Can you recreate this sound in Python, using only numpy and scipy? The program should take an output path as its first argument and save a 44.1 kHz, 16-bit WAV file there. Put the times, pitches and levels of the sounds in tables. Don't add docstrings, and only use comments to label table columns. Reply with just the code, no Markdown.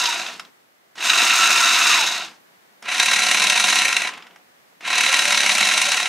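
import sys
import numpy as np
from scipy import signal
from scipy.fft import rfft, irfft, next_fast_len
from scipy.io import wavfile
from scipy.ndimage import uniform_filter1d, map_coordinates

SR = 44100
rng = np.random.default_rng(int(sys.argv[2]) if len(sys.argv) > 2 else 0)


def decibels_to_gain(level_db):
    exponent = np.asarray(level_db, float) / 20
    return 10 ** exponent


def digitize_waveform(pressure):
    field = np.atleast_2d(pressure).T
    bounded = np.clip(field, -1, 1)
    quanta = np.round(bounded * 32767).astype(np.int16)
    wavfile.write(sys.argv[1], SR, quanta)


N = 268480
T = np.arange(N) / SR


def unit(x):
    return x / np.sqrt(np.mean(x ** 2) + 1e-20)


def along(points, hz):
    f, value = np.transpose(points)
    return np.interp(np.log(hz + 1), np.log(f + 1), value)


def curves(spans):
    s, *columns = np.transpose(np.concatenate(spans))
    gate = sum((T >= rows[0][0]) & (T <= rows[-1][0]) for rows in spans)
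    return [uniform_filter1d(gate * 1.0, size=200)] + [np.interp(T, s, c) for c in columns]


def wobble(rate):
    return map_coordinates(rng.standard_normal(int(N * rate / SR) + 4), [T * rate])


def filtered(x, gain, causal=False):
    m = 2 * next_fast_len(N // 2 + 8192)
    g = gain(np.fft.rfftfreq(m, 1 / SR))
    if causal:
        cepstrum = irfft(np.log(g + 1e-6), m)
        cepstrum[1:m // 2] *= 2
        cepstrum[m // 2 + 1:] = 0
        g = np.exp(rfft(cepstrum))
    return irfft(rfft(x, m) * g, m)[..., :N]


def below(f, hz):
    return 1 / (1 + (f / hz) ** 10)


def split(x, edges_hz):
    lows = [filtered(x, lambda f: below(f, hz)) for hz in edges_hz]
    return np.diff([0 * x] + lows + [x], axis=0)


# (time [s], shaft speed [Hz], loudness [dB])
RUNS_BOTH = [
    [(0.0, 126, -22), (0.06, 119, -23), (0.11, 110, -24.5), (0.2, 90, -29), (0.294, 65, -34),
     (0.388, 35, -47), (0.5, 10, -63.5)],
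    [(0.954, 30, -49.5), (1.04, 127, -22), (1.15, 173, -19), (1.4, 167, -17.5), (1.88, 169, -17.5),
     (1.98, 121, -18), (2.22, 62, -29.5), (2.31, 39, -48), (2.39, 10, -66.5)],
]
# (time [s], peak level [dB])
KNOCKS_BOTH = [(1.054, -3), (1.094, 4), (1.133, -0.5), (1.173, -0.5), (1.206, -7.5), (1.237, -1),
               (1.269, 2), (1.296, -4), (1.336, -1), (1.362, -6.5), (1.405, 0), (1.473, -9.5), (1.501, -10),
               (1.556, -10), (1.573, -1.5), (1.605, -3), (1.635, -8), (1.665, -6.5), (1.702, -10),
               (1.739, -1.5), (1.787, -8.5), (1.835, -1.5), (1.866, -5), (1.897, -1), (1.935, -4),
               (1.975, -1.5), (2.071, -2)]
# (time [s], peak level [dB])
SLACK_BOTH = [
    (0.977, -13.5),
    (1.003, -8.5),
    (1.023, -9),
    (2.131, -20),
    (2.246, -29),
]
# (frequency [Hz], width [Hz], level [dB])
SHELL_BOTH = [(353, 14, -13.5), (673, 13, -18.5), (994, 74, -1), (1450, 80, -3.5), (1890, 24, 2),
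              (1980, 27, -12), (2692, 182, 4.5), (3804, 214, 2.5), (4430, 34, -19), (4870, 100, -5.5),
              (5445, 69, -4.5), (6350, 45, -1), (7880, 200, -44)]
# (frequency [Hz], level [dB per Hz])
BROAD_BOTH = [(15, -86), (25, -80.5), (233, -18), (537, -22.5), (722, -6), (827, -13.5), (1380, 2),
              (1760, -2.5), (2630, 0), (3260, -28), (3830, -14.5), (6390, -6), (15500, -30.5)]
# (offset at full speed [dB], slope [dB per dB loudness], speed slope [dB/octave])
PARTS_BOTH = [(-16.5, 0.63, -1.6), (-5, 1.06, -1.7), (-2.5, 0.92, 3.5)]


def both_wheels():
    body = shell(SHELL_BOTH, BROAD_BOTH, broad_db=-1.0)
    hits = backlash(KNOCKS_BOTH, SLACK_BOTH)
    tooth_load = load(hits, length=0.0018)
    grind = gears(RUNS_BOTH, PARTS_BOTH, body, tooth_load, load_db=1.5, throb_db=2, throb_rate=150, bed_db=-2.5)
    return grind + decibels_to_gain(-8) * knocks(hits, body, rise=0.0046, t60=0.038)


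# (time [s], shaft speed [Hz], loudness [dB])
RUNS_ONE = [
    [(2.823, 30, -43), (2.9, 89, -23), (3.0, 184, -19.5), (3.15, 180, -20.5), (3.35, 199, -20),
     (3.82, 202, -19.5), (4.08, 92, -26), (4.12, 74, -36), (4.42, 10, -61)],
    [(4.806, 30, -43), (4.87, 94.7, -24), (5.0, 157.5, -18.5), (5.1, 178, -21), (5.25, 193.2, -20),
     (5.5, 204.5, -20), (5.84, 206.5, -20), (5.97, 167, -22.5), (6.09, 122, -26)],
]
# (time [s], peak level [dB])
KNOCKS_FIRST = [(2.996, 0), (3.055, -4), (3.08, -13), (3.109, -4.5), (3.131, 1), (3.186, -3.5),
                (3.216, -10), (3.231, -5.5), (3.263, -7.5), (3.284, -3.5), (3.309, 0), (3.343, 3),
                (3.37, -7), (3.396, -7), (3.416, -4.5), (3.436, -7), (3.465, -7.5), (3.496, 5.5),
                (3.519, -8), (3.554, -3), (3.57, -9), (3.595, 3.5), (3.637, -12), (3.679, -1.5),
                (3.698, -11), (3.724, -3), (3.784, -1.5), (3.879, 0.5), (3.924, -9.5), (3.963, 7)]
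# (time [s], peak level [dB])
SLACK_FIRST = [
    (2.853, -18),
    (2.882, -13),
    (2.914, -8.5),
    (3.998, -14),
    (4.016, -1.5),
    (4.047, -14.5),
    (4.07, -16.5),
    (4.087, -13),
    (4.133, -20),
    (4.173, -21),
]
# (time [s], peak level [dB])
KNOCKS_AGAIN = [(4.846, -21.5), (4.926, -20), (4.978, -17.5), (5.005, -17), (5.086, -14), (5.123, -20.5),
                (5.138, 0), (5.16, -10), (5.188, 6), (5.216, -7), (5.249, -8.5), (5.303, -1), (5.32, -6.5),
                (5.342, -10.5), (5.399, -12), (5.428, -7), (5.49, -3.5), (5.515, -2.5), (5.578, 0.5),
                (5.604, 0), (5.625, -6), (5.647, -7.5), (5.668, -13), (5.685, 1.5), (5.735, -3), (5.773, 0),
                (5.852, -9.5), (5.914, -40), (5.967, -1), (6.054, 0.5)]
# (frequency [Hz], width [Hz], level [dB])
SHELL_ONE = [(233, 17, -25), (732.7, 32, -5.5), (1023, 115, 0), (1378, 96, 3.5), (1602, 80, 3),
             (1902, 67, 6.5), (2230, 260, 4.5), (2660, 260, 5), (3916, 190, 3.5), (4620, 84, -19),
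             (5370, 56, -1.5), (6090, 182, 0), (7100, 110, -5), (7780, 42, -14), (7720, 66, -8),
             (8170, 48, -15), (8650, 74, -28), (9160, 282, -8.5)]
# (frequency [Hz], level [dB per Hz])
BROAD_ONE = [(15, -82.5), (25, -48), (156, -27.5), (199, -12), (400, -17), (722, -11), (1240, -10.5),
             (2630, -3), (3260, -2), (3940, -10.5), (4630, -2), (9310, -11.5), (15500, -29.5)]
# (offset at full speed [dB], slope [dB per dB loudness], speed slope [dB/octave])
PARTS_ONE = [(-13.5, 0.56, 2.5), (-3.5, 1.2, 3), (-4.5, 1.09, 6)]


def one_wheel():
    body = shell(SHELL_ONE, BROAD_ONE, broad_db=-7)
    hits = backlash(KNOCKS_FIRST, SLACK_FIRST) + backlash(KNOCKS_AGAIN, [])
    tooth_load = load(hits, length=.0055)
    grind = gears(RUNS_ONE, PARTS_ONE, body, tooth_load, load_db=6.8, throb_db=1.6, throb_rate=110, bed_db=-3)
    return grind + decibels_to_gain(-7.5) * knocks(hits, body, rise=0.0041, t60=0.025)


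# (frequency [Hz], level [dB per Hz])
COASTING = [(25, -67), (200, -16), (600, -20), (1200, -0.5), (2600, -1.5), (4000, -4.5), (6500, -6.5),
            (15500, -31)]


def gears(spans, parts, body, tooth_load, load_db, throb_db, throb_rate, bed_db):
    full_db, full_hz = -19, 180
    gate, hz, body_db = curves(spans)
    octaves = np.log2(np.clip(hz / full_hz, .3, 1))
    bass_db, edge_db, hiss_db = (full_db + db + slope * (body_db - full_db) + octave_db * octaves
                                 for db, slope, octave_db in parts)
    contacts_hz = np.clip(1600 * decibels_to_gain(.3 * (body_db + 20)), 150, 4000)
    surge = decibels_to_gain(load_db * tooth_load)
    drive = teeth(contacts_hz, scatter_db=3, rub=0.93) * surge
    ringing = unit(filtered(drive, body, True))
    dull = unit(filtered(rng.standard_normal(N) * surge, lambda f: decibels_to_gain(along(COASTING, f)), True))
    slow = np.pi / 2 * np.clip((-28 - body_db) / 16, 0, .85)
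    bands = split(np.cos(slow) * ringing + np.sin(slow) * dull, (850, 3300, 5000))
    mix = 0
    for db, band in zip((bass_db, body_db, edge_db, hiss_db), bands):
        mix = mix + decibels_to_gain(db + throb_db * wobble(throb_rate)) * unit(band)
    return gate * decibels_to_gain(bed_db) * mix


def teeth(rate, scatter_db, rub):
    turns = np.cumsum(rate * decibels_to_gain(4 * wobble(300))) / SR
    strength = decibels_to_gain(scatter_db * rng.standard_normal(N)) * rng.choice([-1, 1], N)
    hits = np.diff(np.floor(turns), prepend=0) * strength
    hits *= np.sqrt(1500 / rate)
    return unit(hits) + rub * rng.standard_normal(N)


def load(rows, length):
    marks = np.bincount([round(row[0] * SR) for row in rows], minlength=N)[:N]
    u = np.arange(2000) / SR / length
    swell = (u * np.exp(1 - u)) ** 2
    return np.clip(signal.fftconvolve(marks, swell)[:N], 0, 1)


def shell(modes, broad, broad_db):
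    damped = [(c, w * (1 + (c / 5000) ** 2), db) for c, w, db in modes]

    def peak(f, c, w, db):
        resonance = (f * w) ** 2 / ((c * c - f * f) ** 2 + (f * w) ** 2)
        return decibels_to_gain(2 * db) * resonance * np.exp(-((f - c) / (3 * w)) ** 2)

    def gain(f):
        peaks = sum(peak(f, *mode) for mode in damped)
        return np.sqrt(peaks + decibels_to_gain(2 * (along(broad, f) + broad_db)))

    return gain


def backlash(rows, slack):
    turn_s, faint_db = 0.032, -8.5
    faint = []
    for (s0, db0), (s1, db1) in zip(rows[:-1], rows[1:]):
        turns = int(round((s1 - s0) / turn_s))
        faint += [(s0 + (s1 - s0) * k / turns, min(db0, db1) + faint_db) for k in range(1, turns)]
    s, db = np.transpose(rows + slack + faint)
    chance_db = 3 * rng.standard_normal((len(s), 2))
    dull_db = 0.29 * (db - np.median(db))
    edge_db = -13.5 + dull_db + chance_db[:, 0]
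    hiss_db = -16.5 + dull_db + chance_db[:, 1]
    return list(zip(s, db, edge_db, hiss_db))


def knocks(rows, body, rise, t60):
    t = np.arange(1200) / SR
    envelope = decibels_to_gain(-60 * t / t60) * (1 - np.exp(-(t / rise) ** 2))
    parts = np.zeros((3, N + len(t)))
    for s, db, edge_db, hiss_db in rows:
        chatter = unit(rng.standard_normal(len(t))) * decibels_to_gain(db) * envelope
        strengths = decibels_to_gain([[0], [edge_db + 17.5], [hiss_db + 14.5]])
        parts[:, round(s * SR):][:, :len(t)] += strengths * chatter
    norm = np.sqrt(np.mean(body(np.linspace(1, SR / 2, num=2000)) ** 2))
    shares = [lambda f: below(f, 3300),
              lambda f: below(f, 5000) - below(f, 3300),
              lambda f: 1 - below(f, 5000)]
    ring = 0
    for part, share in zip(parts, shares):
        ring = ring + filtered(part[:N], lambda f: body(f) * np.sqrt(share(f)), True)
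    return ring / norm


# (time [s], peak level [dB], edge level [dB], hiss level [dB])
TICKS = [(0.0457, -20, -6, -6), (0.0557, -19.5, 5, -7.5), (0.2633, -24, -3.5, -17),
         (0.3955, -20, -10.5, -9), (0.449, -40.5, -5, -7), (0.9552, -34, -14.5, -9),
         (2.8245, -28.5, -14.5, -5), (4.2018, -34, -26, -22), (4.2228, -36, -5, -12),
         (4.2672, -37.5, -8, -8.5), (4.3085, -41, -14, -20.5), (4.359, -33.5, -20, -13),
         (4.807, -27.5, -23.5, -12)]
# (frequency [Hz], level [dB per Hz])
TICK_COLOUR = [(180, -60), (300, -30.5), (663, -6), (1540, 2), (2790, -4), (4010, -6.5), (4350, -13.5),
               (5310, -4), (5860, -17), (6800, -12.5), (7510, -24.5), (9940, -22), (15500, -42)]


def ticks():
    return decibels_to_gain(-5) * knocks(TICKS, lambda f: decibels_to_gain(along(TICK_COLOUR, f)), rise=.0005, t60=.035)


# (shaft speed [Hz], level over loudness [dB])
SHAFT_RINGS = [(150, -54.5), (178, -47), (198, -28), (210, -24.5)]
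# (shaft speed [Hz], level over loudness [dB])
BRUSH_RINGS = [(100, -44), (160, -29), (195, -24), (210, -25)]
# (shaft speed [Hz], level over loudness [dB])
MESH_RINGS = [(70, -29), (100, -25.5), (113, -4.5), (135, -14), (165, -9.5), (176, -7.5)]


def motor():
    segments, pinion_teeth = 3, 8
    gate, hz, db = curves(RUNS_ONE)
    first_run = T < RUNS_ONE[1][0][0]
    brush_db = db + along(BRUSH_RINGS, hz) - 7.5 * first_run
    shaft = tone(hz, db + along(SHAFT_RINGS, hz) - 2, waver=.015, flutter_db=2, rate=30)
    brushes = tone(segments * hz, brush_db + 2, waver=.01, flutter_db=4, rate=45)
    mesh_gate, both_hz, both_db = curves(RUNS_BOTH)
    mesh_hz = pinion_teeth * both_hz
    mesh_db = both_db + along(MESH_RINGS, both_hz) - 2.5
    mesh = tone(mesh_hz, mesh_db, waver=.019, flutter_db=3.5, rate=65)
    mesh += tone(2 * mesh_hz, mesh_db - 10.5, waver=.016, flutter_db=4, rate=90)
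    return gate * (shaft + brushes) + mesh_gate * mesh


def tone(hz, db, waver, flutter_db, rate):
    phase = 2 * np.pi * np.cumsum(hz * (1 + waver * wobble(rate))) / SR
    return np.sqrt(2) * decibels_to_gain(db + flutter_db * wobble(rate)) * np.sin(phase)


# (frequency [Hz], time to fall 60 dB [s])
TAIL = [(200, .25), (2000, .16), (10000, .09)]
# (frequency [Hz], side minus mid [dB])
SIDE_DB = [(60, -14.5), (110, -13.5), (200, -31), (380, -23), (700, -20.5), (1290, -22), (2380, -14),
           (4400, -14.5), (8120, -12.5), (15000, -14)]


def room(x):
    hz, t, z = signal.stft(rng.standard_normal((2, SR // 2)), SR, nperseg=256)
    decay = decibels_to_gain(-60 * t / along(TAIL, hz)[:, None])
    tail = signal.istft(z * decay, SR, nperseg=256)[1]
    delayed = np.pad(x, (250, 0))[None]
    mid, side = signal.fftconvolve(delayed, tail / np.linalg.norm(tail[0]), axes=1)[:, :N]
    side = filtered(side, lambda f: decibels_to_gain(along(SIDE_DB, f)))
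    return decibels_to_gain(-12) * mid + np.array([side, -side])


# (frequency [Hz], level [dB per Hz])
ROOM_AIR = [(15, -56), (25, -37), (96, -11.5), (110, -12), (160, -3.5), (537, -0.5), (598, -1), (649, 0),
            (1200, -2), (1900, -2), (2700, -7.5), (10700, -18.5), (15500, -18)]
# (time [s], level [dB])
ROOM_DB = [
    [(0, -47), (.7, -57.5), (2.6, -54), (4.6, -54.5), (6.09, -58)],
]
# (frequency [Hz], correlation [-1 to 1])
AIR_ALIKE = [(60, 0.48), (240, 0.13), (950, -0.4), (3770, -0.23), (15000, 0.38)]
# (frequency [Hz], level [dB])
WHISTLE = [(14433, -81)]


def air():
    def colour(f):
        turn = np.arccos(np.clip(along(AIR_ALIKE, f), -1, 1)) / 2
        return decibels_to_gain(along(ROOM_AIR, f)) * [np.cos(turn), np.sin(turn)]

    mid, side = filtered(rng.standard_normal((2, N)), colour)
    level = decibels_to_gain(curves(ROOM_DB)[1] + 0.32 * wobble(5.7))
    hush = level * unit(np.array([mid + side, mid - side]))
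    return hush + sum(tone(hz, db, waver=.0002, flutter_db=1, rate=30) for hz, db in WHISTLE)


def scene():
    car = both_wheels() + one_wheel() + ticks() + motor()
    direct = car * decibels_to_gain([[-.15], [.15]])
    return direct + room(car) + air()


def low_pass(x):
    return signal.sosfilt(signal.butter(12, 15680, fs=SR, output="sos"), x)


def record(dry):
    soft = dry / (1 + np.abs(dry / .85) ** 8) ** (1 / 8)
    band = filtered(soft, lambda f: (f < 15700) * f ** 2 / (f ** 2 + 35 ** 2))
    return low_pass(band)


dry = scene()
out = record(dry)
digitize_waveform(out)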